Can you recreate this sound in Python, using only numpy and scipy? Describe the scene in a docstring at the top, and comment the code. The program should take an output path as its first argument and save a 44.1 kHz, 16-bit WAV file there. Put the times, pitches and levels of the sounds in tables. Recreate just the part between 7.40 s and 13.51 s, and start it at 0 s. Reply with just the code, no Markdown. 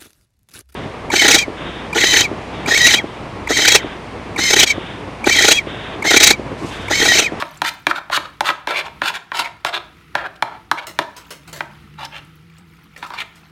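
"""On a kitchen worktop, a steel spoon works batter over pieces of fruit in a plastic bowl.
Strokes clack on the bowl (ringing modes) and rasp along its wall (showers of tiny slips).
The batter squelches, pops, smacks and crackles: random clicks, each group ringing around a pitch.
The small room rings briefly (fading noise). A faint wavering drone, like a far engine, comes from
outside, over low house air and an uneven rumble."""
import sys
import numpy as np
from scipy import signal
from scipy.fft import rfft, irfft, next_fast_len
from scipy.io import wavfile

SR = 44100
rng = np.random.default_rng(int(sys.argv[2]) if len(sys.argv) > 2 else 0)


def pcm_store(signal):
    """Save signal as 16-bit PCM."""
    levels = np.round(np.clip(np.atleast_2d(signal), -1, 1) * 32767)
    wavfile.write(sys.argv[1], SR, levels.astype(np.int16).T)


N = 269443
T = np.arange(N) / SR  # time in s
SIZE = 8192  # samples in one short sound
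SHORT_T = np.arange(SIZE) / SR  # time within a short sound, in s
FREQ = np.fft.rfftfreq(SIZE, 1 / SR) + 1e-3  # in Hz, kept above zero for the divisions
POP_FADE_S, POP_Q = 0.0047, 4.2  # pops and smacks: fade time, and sharpness of pitch

# ways the bowl rings with the spoon against it: damped plastic, then thin longer rings
# columns: f/Hz, width/Hz, level/dB
BOWL_MODES = [(123, 52, -20), (286.5, 56, -9.5), (352.4, 42, -7.5), (611, 59, -5), (759, 74, -3.5),
              (917, 88, 1), (1070, 112, -1), (1350, 367, -4.5), (1750, 344, -3.5), (2160, 246, -7),
              (2368, 162, -5), (2714, 250, -12), (3510, 880, -9.5), (4050, 810, -10), (4540, 250, -15),
              (5330, 550, -20.5), (6570, 1170, -21.5), (8030, 3300, -27), (12700, 3200, -32.5),
              (2770, 32, -28), (3210, 84, -18.5), (3630, 200, -17.5), (4350, 25, -39), (6460, 38, -23),
              (10100, 78, -24)]


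def undb(db):
    """Turn decibels into a gain."""
    return 10 ** (np.asarray(db) / 20)


def unit(x):
    """Scale to an average strength (rms) of 1."""
    return x / np.sqrt(np.mean(x ** 2))


def along(points, hz):
    """Read a curve of (Hz, value) points on a log-frequency axis."""
    f, value = np.transpose(points)
    return np.interp(np.log(hz + 1), np.log(f), value)


def colour(x, points, tilt_db=0, knee_hz=6500):
    """Filter by a (Hz, dB) curve, plus a tilt in dB per octave between 700 Hz and the knee."""
    size = next_fast_len(len(x) + 1024)
    hz = np.fft.rfftfreq(size, 1 / SR)
    octaves = np.log2(np.clip(hz, 700, knee_hz) / 2000)
    gain = undb(along(points, hz) + tilt_db * octaves)
    return irfft(rfft(x, size) * gain, size)[:len(x)]


def resonance(hz, width):
    """Frequency response of one damped ring, with gain 1 at its centre."""
    return 1 / (1 + 1j * (FREQ / hz - hz / FREQ) * hz / width)


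def add(track, s, x):
    """Mix x into the track at time s, cutting what lies outside it."""
    i = int(round(s * SR))
    x, i = x[max(-i, 0):], max(i, 0)
    track[i:i + len(x)] += x[:max(len(track) - i, 0)]


def walk(size, rate):
    """Smooth random wander with a spread near 1, aiming at `rate` new values per second."""
    at = np.arange(size) / SR * rate
    return 1.2 * np.interp(at, np.arange(2048), rng.standard_normal(2048))


def grains(size, rate, spread_db):
    """Random tiny impulses of unequal strength, about `rate` per second."""
    present = rng.random(size) < rate / SR
    sign = rng.choice([-1, 1], size)
    return present * sign * undb(spread_db * rng.standard_normal(size))


def spot(hz, db, q):
    """Broad ring of the patch of wall under the spoon, as a frequency response."""
    return 1 + (undb(db) - 1) * resonance(hz, hz / q)


def scatter(db, fade_s):
    """Waves bounce around the bowl by random paths, drawn afresh for each call."""
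    envelope = np.exp(-SHORT_T / fade_s) * (1 - np.exp(-SHORT_T / 0.00036))
    paths = rng.standard_normal(SIZE) * envelope
    direct = SHORT_T == 0
    return rfft(direct + undb(db) * paths / np.sqrt(np.sum(paths ** 2)))


def burst(fade_s, hz, width, click_rate=3500, spread_db=4, scatter_db=-1, scatter_s=0.0028, rise_s=0.0017):
    """A film of batter tears: a fading shower of clicks around one pitch."""
    clicks = rfft(grains(SIZE, click_rate, spread_db))
    clicks = unit(irfft(clicks * resonance(hz, width) * scatter(scatter_db, scatter_s)))
    return clicks * np.exp(-SHORT_T / fade_s) * (1 - np.exp(-SHORT_T / rise_s))


def background(waver_db=3.5, rumble_db=2.4, swell_db=3):
    """Low house air (noise), an uneven rumble and a wavering far drone with a weaker octave below."""
    # far drone; columns: t/s, f/Hz, level/dB
    drone_course = [(0, 159.8, -53.5), (3.5, 160, -63), (4.2, 156, -48.5), (4.9, 155.3, -49.5),
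                    (5.499, 165.8, -52), (6.1, 165, -52)]
    # colour of the house air before its second filter; columns: f/Hz, level/dB
    air_colour = [(15, -54), (25, -36), (61, -7), (120, -14), (161, -5), (335, -10), (405, -22), (489, -22),
                  (560, -47), (1070, -34), (1330, -22.5), (1610, -35), (1940, -27.5), (7110, -33.5),
                  (16000, -38)]
    s, hz, db = np.transpose(drone_course)
    pitch = np.interp(T, s, hz) * (1 + 0.0554 * walk(N, 32))
    phase = 2 * np.pi * np.cumsum(pitch) / SR
    drone = unit(np.sin(phase) + undb(-9.5) * np.sin(phase / 2))
    drone = drone * undb(np.interp(T, s, db) + waver_db * walk(N, 7))

    air = unit(colour(rng.standard_normal(N), air_colour))
    air = colour(air, [(60, 0.0), (120, 0.5), (160, -5.0), (250, -10), (700, 7.0), (2500, 2.0),
                       (4500, -4.5), (7500, -12.5), (11000, -7.5), (15000, -13)])
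    air = air * undb(-47 + rumble_db * walk(N, 5.0))

    # narrow bands of the rumble swell and fade on their own
    rumble = 0
    for hz in (58.2, 110.0, 209, 282, 341.0):
        strength = walk(N, 22) * undb(swell_db * walk(N, 4.4))
        rumble = rumble + strength * np.sin(2 * np.pi * hz * T)
    return drone + undb(-56.5) * unit(rumble) + air


def scrapes(slip_rate=9000, slip_db=2.5, judder_db=3.0, ring_db=3, steel_db=6, swell=4,
            spot_db=9.0, spot_q=5, scatter_db=0, scatter_s=0.0062):
    """Dense tiny slips of steel on plastic change loudness and colour with speed and stop as it lifts."""
    # spoon drags along the wall, a push and often a lighter return
    # columns: start t/s, fastest t/s, end t/s, level/dB, brightness/(dB per octave), rubbed spot f/Hz
    strokes = [(-0.03, -0.012, 0.032, -24, 4, 1090), (0.229, 0.306, 0.302, -20, 6, 1780),
               (0.472, 0.517, 0.522, -24, 3, 1170), (0.544, 0.556, 0.599, -24, 1.5, 1470),
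               (0.707, 0.768, 0.783, -16, 4, 1270), (0.831, 0.863, 0.869, -31, -1.5, 1230),
               (1.036, 1.07, 1.122, -17.5, 2, 1320), (1.268, 1.294, 1.35, -21, -0.5, 1390),
               (1.326, 1.385, 1.424, -20, 1, 2170), (1.435, 1.467, 1.49, -29.5, -1, 1050),
               (1.613, 1.688, 1.711, -19.5, 3, 1450), (1.726, 1.755, 1.782, -25, 2, 1460),
               (1.928, 1.996, 2.036, -20.5, 3.5, 950), (2.021, 2.05, 2.086, -27, 0, 2210),
               (2.243, 2.259, 2.306, -22, 1.5, 665), (2.318, 2.35, 2.39, -21, -1.5, 3700),
               (2.742, 2.765, 2.865, -28, -4, 1700), (2.838, 2.867, 2.88, -24, -4.5, 1600),
               (3.05, 3.17, 3.185, -38.5, -4.5, 796), (3.37, 3.385, 3.406, -23.5, -0.5, 2350),
               (3.402, 3.43, 3.455, -35.5, -1.5, 870), (3.594, 3.632, 3.634, -29.5, 0, 720),
               (4.574, 4.677, 4.668, -30.5, 1.5, 890), (4.707, 4.776, 4.808, -35, -.5, 2780),
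               (5.616, 5.623, 5.68, -32, 1.5, 1080), (5.703, 5.752, 5.78, -32.5, 0.5, 1075),
               (5.764, 5.807, 5.836, -25, 1, 2240)]
    # colour of the rasp; columns: f/Hz, level/dB
    rasp_colour = [(120, -81), (200, -30.5), (482, -8.5), (883, -2.5), (1210, -4), (1370, 0.5),
                   (1910, -5.5), (2380, -4), (3020, -5.5), (4430, -11.5), (5840, -20.5), (6640, -22.5),
                   (10700, -29), (12600, -28.5), (16000, -38.5)]
    press_s, lift_s = 0.022, 0.011  # the spoon settles on the wall and leaves it
    slow_db, slow_tilt_db = -4, -3.5  # slow spoon against fast: level, and dB per octave
    out = np.zeros(N)
    # the slips favour the bowl's modes and the thin ring of the spoon
    modes = sum(np.abs(resonance(hz, width)) ** 2 for hz, width, _ in BOWL_MODES)
    body = undb(ring_db * modes + steel_db * np.abs(resonance(9040, 230)) ** 2)
    for start, fastest, end, db, bright_db, spot_hz in strokes:
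        slips = grains(SIZE, slip_rate, slip_db) * undb(judder_db * walk(SIZE, 340))
        slips = rfft(slips) * body * spot(spot_hz, spot_db, spot_q)
        # the fine resonances shift as the spoon travels from one place to the next
        here = irfft(slips * scatter(scatter_db, scatter_s))
        there = irfft(slips * scatter(scatter_db, scatter_s))
        now = start + SHORT_T
        travel = np.interp(now, [start, end], [0, 1])
        rasp = here * np.sqrt(1 - travel) + there * np.sqrt(travel)
        contact = np.clip(np.minimum(SHORT_T / press_s, (end - start - SHORT_T) / lift_s), 0, 1)
        speed = np.sin(np.interp(now, [start, fastest, end], [0, np.pi / 2, 0])) ** swell
        fast = colour(rasp, rasp_colour, bright_db)
        slow = undb(slow_db) * colour(rasp, rasp_colour, bright_db + slow_tilt_db)
        rasp = contact * (speed * fast + (1 - speed) * slow)
        # the level is the average over the time of contact
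        add(out, start, undb(db) * rasp * np.sqrt(np.sum(contact ** 2) / np.sum(rasp ** 2)))
    return out


def crackle(pops, clump_db=4.0, split_hz=5000, thin_db=-3, tear=2.2):
    """Bubbles get louder in clumps; the high, small ones grow most as the batter is moved."""
    # level of the fine crackle of the batter as it is moved; columns: t/s, level/dB
    movement = [(0, -51), (.5, -59), (3.2, -62), (3.85, -55.5), (4.5, -61), (5.3, -57.5), (6.1, -55.5)]
    moved = undb(np.interp(T, *np.transpose(movement)))
    large = signal.sosfilt(signal.butter(2, split_hz, fs=SR, output="sos"), pops)
    small = signal.sosfilt(signal.butter(2, split_hz, "highpass", fs=SR, output="sos"), pops)
    vigour = (moved / moved.mean()) ** (tear - 1)
    large = large * undb(clump_db * walk(N, 24))
    small = small * vigour * undb(thin_db + clump_db * walk(N, 25))
    return moved * (large - small)


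def batter(pop_rate=2400, pop_db=4, bubble_q=16, bubble_width_hz=180):
    """Tearing films make long squelches and short pops, over a fine crackle of ringing bubbles."""
    # batter sucks loose from the spoon; columns: t/s, level/dB
    squelches = [(3.468, -25), (3.764, -30), (3.905, -25.5), (4.076, -34.5), (4.128, -27), (4.161, -30.5),
                 (5.575, -37.5), (5.664, -38.5), (5.956, -43.5)]
    # single wet pops and ticks that stand out, low to very high; columns: t/s, level/dB, f/Hz
    lone_pops = [(.172, -30, 7260), (.337, -29, 14500), (2.959, -33, 2900), (3.964, -45, 5000),
                 (4.65, -21, 5000), (4.847, -43, 9120), (4.954, -38, 14400), (5.182, -34, 7800),
                 (5.562, -23.5, 2110)]
    fade_s, squelch_hz, width_hz = 0.033, 2260, 4700
    snap_db, snap_fade_s, snap_hz = 8.5, 0.0027, 6040  # the film breaks as a squelch starts
    out = np.zeros(N)
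    for s, db in squelches:
        snap = undb(snap_db) * burst(snap_fade_s, snap_hz, width_hz)
        add(out, s, undb(db) * (snap + burst(fade_s, squelch_hz, width_hz)))
    for s, db, hz in lone_pops:
        add(out, s, undb(db) * burst(POP_FADE_S, hz, hz / POP_Q))
    # thick batter muffles the top of each burst
    out = colour(out, [(600, 5), (1500, -1.5), (5000, -5.5), (8000, -6.5), (11000, -8), (15000, -8.5)])
    # bubbles of many sizes, each swelling softly and ringing for a few milliseconds
    pops, sizes_hz = 0, np.geomspace(750, 15500, 48)
    for hz in sizes_hz:
        ring = irfft(resonance(hz, bubble_width_hz + hz / bubble_q) ** 2)[:1024]
        bubbles = grains(N, pop_rate / len(sizes_hz), pop_db)
        pops = pops + signal.oaconvolve(bubbles, ring)[:N]
    pops = colour(pops, [(1000, 5), (2600, 7.0), (4500, -2.0), (7000, -8), (10000, -12.0), (14000, -8)])
    return out + crackle(unit(pops))


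def knocks(wall_s=0.0071, wall_db=-11, contact_s=0.0074, spot_q=6, scatter_db=-6, scatter_s=0.0046):
    """Each blow rings the damped bowl; batter under the spoon trades the sharp tick for a hollow clack."""
    # spoon strikes the bowl
    # columns: t/s, level/dB, cushion of batter (0 to 1), struck spot f/Hz, boost of that spot/dB
    blows = [(0.023, -15.5, 0.53, 1150, 6), (0.218, -11.5, 0.24, 1130, 2.5), (0.2487, -18.5, 0, 1860, 20),
             (0.468, -7.5, 0.31, 2330, 10), (0.511, -10.5, 0.87, 1350, 11), (0.6989, -21.5, 0.54, 650, 16),
             (0.7738, -14, 0.5, 2110, 5.5), (1.007, -10, 0.2, 840, 6.5), (1.089, -12.5, 0.45, 2700, 11),
             (1.2728, -15.5, 0.39, 1380, -6), (1.618, -13, 0.6, 1350, 3.5), (1.7, -24.5, .7, 980, 14),
             (1.9177, -19, 0.66, 1070, 4), (1.995, -17, 0, 1005, 8), (2.2484, -13.5, 0.2, 2740, 6),
             (2.7526, -11, 0.4, 1780, 5.5), (3.0239, -9.5, 0.4, 870, 4), (3.3141, -8, 0.1, 1460, 14.5),
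             (3.5891, -9.5, 0.31, 700, 1), (4.2064, -16.5, 0.61, 1900, 4), (5.627, -24, 0.65, 1050, 7),
             (5.704, -27.5, 0.26, 1065, 12.5)]
    # colour of the contact for bare steel; columns: f/Hz, level/dB
    bare = [(950, 0.5), (1600, -5), (2500, -4.5), (4200, 4), (8000, 5.5)]
    # the same through a coat of batter; columns: f/Hz, level/dB
    coated = [(950, 1), (1600, 11), (2500, 5.5), (4200, -8.5), (8000, -21)]
    # neighbouring modes move in opposite senses, so the clack takes a moment to build
    bowl = 0
    for k, (hz, width, db) in enumerate(BOWL_MODES):
        bowl = bowl + (-1) ** k * undb(db) * resonance(hz, width)
    # a nearby wall returns the low part of the clack
    delay = np.exp(-2j * np.pi * FREQ * wall_s)
    bowl = bowl * (1 + undb(wall_db) * delay / (1 + (FREQ / 2500) ** 2))
    out = np.zeros(N)
    for s, db, cushion, spot_hz, spot_db in blows:
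        contact_db = (1 - cushion) * along(bare, FREQ) + cushion * along(coated, FREQ)
        # fold the contact's response forward in time: nothing sounds before the contact
        cepstrum = irfft(np.log(undb(contact_db)))
        cepstrum[1:SIZE // 2] *= 2
        cepstrum[SIZE // 2:] = 0
        contact = np.exp(rfft(cepstrum))
        place = spot(spot_hz, spot_db, spot_q) * scatter(scatter_db, scatter_s)
        clack = irfft(bowl * contact * place)[:SIZE // 2]  # the damped plastic is silent by then
        # the level is set as if all the energy fell within contact_s
        add(out, s, undb(db) * clack * np.sqrt(contact_s * SR / np.sum(clack ** 2)))
    return out


def smacks(count=300):
    """Pieces of coated fruit stick and part: small pops of many sizes, with random pauses between."""
    rate, level_db = 27, -46  # average smacks per second, and their level
    usual_hz, spread_octaves = 1700, 0.4
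    out = np.zeros(N)
    chance = rng.standard_normal((count, 3))
    pauses = (chance[:, 0] ** 2 + chance[:, 1] ** 2) / 2 / rate
    for s, size in zip(np.cumsum(pauses), chance[:, 2]):
        if s < T[-1]:
            hz = usual_hz * 2 ** (spread_octaves * size)
            add(out, s, undb(level_db) * burst(POP_FADE_S, hz, hz / POP_Q))
    return out


def kitchen(x, wet_db=-11, build_s=0.0071):
    """Diffuse tail of a small hard room: noise bands that fade at their own pace."""
    # how long the kitchen rings (time to fall by 60 dB); columns: f/Hz, ring time/s
    ring_times = [(200, 0.14), (1200, 0.44), (3500, 0.4), (8000, 0.36), (15000, 0.14)]
    size = SR * 3 // 4
    t, hz = np.arange(size) / SR, np.fft.rfftfreq(size, 1 / SR)
    noise, tail = rfft(rng.standard_normal(size)), 0
    for k, (_, t60) in enumerate(ring_times):
        # each band blends into its neighbours
        share = along([(f, j == k) for j, (f, _) in enumerate(ring_times)], hz)
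        tail = tail + irfft(noise * share, size) * np.exp(-np.log(1000) * t / t60)
    tail = tail * (1 - np.exp(-(t / build_s) ** 2))
    tail = tail / np.sqrt(np.sum(tail ** 2))
    tail = colour(tail, [(250, 14), (1200, -3), (3000, -5), (8000, -5.5), (15000, 1)])
    return undb(wet_db) * signal.fftconvolve(x, tail)[:N]


def scene():
    """Spoon, bowl and batter close by, in the kitchen, over the background."""
    near = scrapes() + batter() + knocks() + smacks()
    return (near + kitchen(near) + background())[None]


def record(dry, ceiling=1.0, top_hz=16300):
    """Round the hardest peaks and cut the treble above top_hz."""
    rounded = dry / (1 + (dry / ceiling) ** 6) ** (1 / 6)
    return signal.sosfilt(signal.ellip(8, .2, 70, top_hz, fs=SR, output="sos"), rounded)


dry = scene()
out = record(dry)
pcm_store(out)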